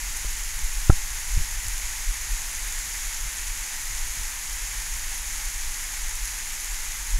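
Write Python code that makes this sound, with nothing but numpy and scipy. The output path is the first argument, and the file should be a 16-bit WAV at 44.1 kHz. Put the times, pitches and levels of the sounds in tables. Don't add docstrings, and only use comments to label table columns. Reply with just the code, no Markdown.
import sys
import numpy as np
from scipy import signal
from scipy.fft import rfft, irfft, next_fast_len
from scipy.io import wavfile

SR = 44100
rng = np.random.default_rng(int(sys.argv[2]) if len(sys.argv) > 2 else 0)


def int16_out(signal):
    q = np.round(np.clip(np.atleast_2d(signal).T, -1, 1) * 32767)
    wavfile.write(sys.argv[1], SR, q.astype(np.int16))


def volts_from_db(level):
    exponent = np.asarray(level, float) / 20
    return 10 ** exponent


N = 317079

# frequency in Hz, relative density in dB per Hz.
RAIN_SPECTRUM = [(90, -37.5), (150, -15), (300, -18.5), (600, -21.5), (800, -17), (1300, -15), (3200, -11),
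                 (5000, -10.5), (8700, -12.5), (11300, -6.5), (13500, -15), (15700, -20)]
# time in seconds, rms level in dB.
RAIN_LEVEL = [(0.0, -32.5), (0.48, -33), (2.74, -32.5), (6.85, -33), (7.19, -33.5)]
# start in seconds, peak level in dB, centre of the click in Hz.
CLOSE_DROPS = [(0.1653, -18, 10600), (0.1708, -15, 10600), (0.248, -23, 12000), (0.8171, -23, 11100),
               (1.6444, -20, 11700), (1.6837, -14, 9900), (1.7796, -20, 11200), (2.1708, -18, 7500),
               (2.5509, -18, 7900), (2.6763, -20, 11600), (2.7246, -15, 8200), (2.7896, -17, 9400),
               (3.1452, -16, 7700), (3.3843, -20, 9200), (3.5746, -18, 7500), (4.1257, -21, 11100),
               (4.4975, -18, 7900), (4.6191, -22, 11300), (5.1505, -20, 10900), (5.1784, -20, 10000),
               (5.4519, -20, 10000), (5.5818, -20, 8900), (5.7434, -19, 8600), (6.1544, -16, 9900),
               (6.2545, -15, 9400), (6.3872, -20, 9600), (6.6088, -18, 10300), (6.6455, -18, 7000),
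               (6.92, -20, 4500), (7.0698, -21, 10800), (7.1055, -19, 10700)]
# centre in Hz, width in Hz, gain in dB.
PORT_PEAKS = [(891, 128, 7.5), (1948, 690, 12.5), (6760, 1180, 13), (9700, 490, 5.5)]
# frequency in Hz, relative density in dB per Hz.
TREMOR_SPECTRUM = [(8, -21.5), (15, 4.5), (35, -1.5), (45, -4.5), (62, -18.5), (90, -47), (400, -100)]
# frequency in Hz, relative density in dB per Hz.
CREAK_SPECTRUM = [(50, -9), (70, 5), (100, 1), (140, -10.5), (300, -26.5), (600, -31), (2000, -80)]
# time in seconds, rms level of the tremor in dB before its waver.
GRIP_LEVEL = [(0, -31.5), (.8, -31.5), (1.5, -31.5), (2.5, -34), (4, -33), (5.5, -34), (6.3, -33),
              (6.65, -37), (7.19, -29.5)]
# middle crest in seconds, signed height (1 = full scale).
SHUDDERS = [(0.074, 0.041), (0.271, 0.06), (0.449, 0.043), (.64, 0.094), (.79, 0.074), (1.342, 0.16),
            (1.58, 0.04), (2.096, 0.11), (2.326, -.1), (2.61, 0.025), (3.058, 0.033), (3.245, 0.044),
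            (3.48, 0.029), (4.21, 0.037), (4.94, 0.045), (5.481, .04), (5.57, .04), (6.075, 0.031),
            (6.224, 0.043), (6.721, 0.065), (7.15, 0.12)]
# middle in seconds, top of the creak's rms swell in dB.
FINGER_CREAKS = [(.09, -52), (.166, -51), (.255, -40), (.6, -46), (1.2, -47), (1.39, -33), (1.68, -38.5),
                 (1.86, -56), (2.41, -49), (3.25, -48), (3.91, -50), (4.19, -41), (4.96, -46), (6.04, -51),
                 (7.12, -52.5)]
# top in seconds, signed height (1 = overload), rise in ms, fall in ms.
PUSHES = [(.2477, -.035, .2, .3), (.258, -.06, 3., 6.), (.8989, -3.03, .84, 1.31), (.9057, .126, .96, 9.1),
          (.9275, .32, 2.4, 15.), (1.374, .25, 4., 2.), (1.393, .04, 1.5, 1.3), (1.415, -.11, 6., 4.),
          (1.678, -.05, 5., 2.5), (4.2, .03, 3.5, 3.5), (7.185, -.05, 2., 2.)]
# frequency in Hz, starting level in dB, 60 dB decay in seconds.
CASE_MODES = [(576, -19, .015), (765, -14, .026), (1357, -14, .023), (1468, -17, .0085)]
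# frequency in Hz, relative density in dB per Hz.
SIDE_SPECTRUM = [(60, -28), (300, 6.5), (900, 0.5), (1500, -2.5), (10000, -8.5), (13000, 1.5), (16000, 2.5)]


def rms_one(x):
    return x / np.sqrt(np.mean(x ** 2) + 1e-20)


def in_time(rows):
    time_s, level_db = np.transpose(rows)
    return np.interp(np.arange(N) / SR, time_s, level_db)


def bell(middle_s, spread_ms):
    ms = (np.arange(N) / SR - middle_s) * 1000
    return np.exp(-.5 * (ms / spread_ms) ** 2)


def drift(rate_hz):
    pole = np.exp(-2 * np.pi * rate_hz / SR)
    noise = rng.standard_normal(N + SR)
    slow = signal.lfilter([1], [1, -2 * pole, pole * pole], noise)
    return rms_one(slow[SR:])


def colour(x, spectrum, peaks=()):
    size = 2 * next_fast_len(len(x) // 2 + SR // 4)
    hz, db = np.transpose(spectrum)
    grid_hz = np.maximum(np.fft.rfftfreq(size, 1 / SR), 1)
    shape_db = np.interp(np.log(grid_hz), np.log(hz), db)
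    for peak_hz, width_hz, peak_db in peaks:
        shape_db += peak_db / (1 + ((grid_hz - peak_hz) / width_hz) ** 2)
    cepstrum = irfft(np.log(volts_from_db(shape_db)), size)
    cepstrum[1:size // 2] *= 2
    cepstrum[size // 2 + 1:] = 0
    response = np.exp(rfft(cepstrum))
    return irfft(rfft(x, size) * response, size)[:len(x)]


def rain(per_s, spread_db, ticks_db, flurry_db, low_hz, high_hz):
    hiss = rng.standard_normal(N) * volts_from_db(flurry_db * drift(11.0))
    size_db = spread_db * np.minimum(rng.exponential(1, N), 3.5)
    sizes = volts_from_db(size_db) * rng.choice([-1, 1], N)
    clicks = sizes * (rng.random(N) < per_s / SR) + 1e-18
    band_of = rng.integers(0, 4, N)
    ticks = np.zeros(N)
    for k, hz in enumerate(np.geomspace(low_hz, high_hz, 4)):
        edges_hz = [hz / 1.4, min(hz * 1.4, .4 * SR)]
        band = signal.butter(1, edges_hz, "band", fs=SR, output="sos")
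        ticks += signal.sosfilt(band, clicks * (band_of == k))
    mix = hiss + volts_from_db(ticks_db) * rms_one(ticks)
    return volts_from_db(in_time(RAIN_LEVEL)) * rms_one(colour(mix, RAIN_SPECTRUM, PORT_PEAKS))


def close_drops(octaves, splash_ms, splash_db):
    size = 1024
    out = np.zeros(N + size)
    fading = np.exp(-np.arange(size) * 1000 / (splash_ms * SR))
    for start_s, peak_db, hz in CLOSE_DROPS:
        splash = volts_from_db(splash_db) * fading * rng.standard_normal(size)
        burst = splash - signal.unit_impulse(size)
        edges_hz = np.minimum(hz * 2 ** np.array([-octaves, octaves]), .4 * SR)
        band = signal.butter(2, edges_hz, "band", fs=SR, output="sos")
        burst = colour(signal.sosfilt(band, burst), RAIN_SPECTRUM, PORT_PEAKS)
        at = round(start_s * SR)
        out[at:at + size] += volts_from_db(peak_db) * burst / np.abs(burst).max()
    return out[:N]


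def knock():
    t = np.arange(N) / SR
    out = np.zeros(N)
    for top_s, height, rise_ms, fall_ms in PUSHES:
        spread_ms = np.where(t < top_s, rise_ms, fall_ms)
        out += height * bell(top_s, spread_ms)
    since_s = np.maximum(t - .9003, 0)
    for hz, level_db, t60_s in CASE_MODES:
        out += volts_from_db(level_db - 60 * since_s / t60_s) * np.sin(2 * np.pi * hz * since_s)
    return out


def hand(waver_db, waver_hz, creak_under_db, shudder_hz, shudder_ms, creak_ms):
    grip_db = in_time(GRIP_LEVEL) + waver_db * drift(waver_hz)
    tremor_noise = colour(rng.standard_normal(N + SR), TREMOR_SPECTRUM)[SR:]
    out = volts_from_db(grip_db) * rms_one(tremor_noise)
    t = np.arange(N) / SR
    for crest_s, height in SHUDDERS:
        wobble = np.cos(2 * np.pi * shudder_hz * (t - crest_s))
        out += height * bell(crest_s, shudder_ms) * wobble
    creak_level = volts_from_db(grip_db + creak_under_db)
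    for middle_s, creak_db in FINGER_CREAKS:
        creak_level += volts_from_db(creak_db) * bell(middle_s, creak_ms)
    return out + creak_level * rms_one(colour(rng.standard_normal(N), CREAK_SPECTRUM))


def side_noise(level_db):
    noise = volts_from_db(level_db) * rms_one(colour(rng.standard_normal(N), SIDE_SPECTRUM))
    return noise * [[1], [-1]]


def scene():
    drops = rain(per_s=900., spread_db=3.6, ticks_db=-9.0, flurry_db=0.4, low_hz=4500., high_hz=13000.)
    close = close_drops(octaves=.7, splash_ms=2.5, splash_db=-20.)
    held = hand(waver_db=1.5, waver_hz=6.7, creak_under_db=-22.,
                shudder_hz=35.8, shudder_ms=21, creak_ms=13.5)
    return np.tile(drops + close + held + knock(), (2, 1))


def band_limit(x):
    return signal.sosfilt(signal.butter(12, 16680, fs=SR, output="sos"), x)


def record(dry):
    overload, block_hz, top_hz = 1., 5., 15730
    clipped = np.clip(dry, -overload, overload)
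    blocking = signal.butter(1, block_hz, "high", fs=SR, output="sos")
    pair = signal.sosfilt(blocking, clipped) + side_noise(level_db=-59)
    treble_cut = signal.ellip(14, .2, 70, top_hz, fs=SR, output="sos")
    return band_limit(signal.sosfilt(treble_cut, pair))


dry = scene()
out = record(dry)
int16_out(out)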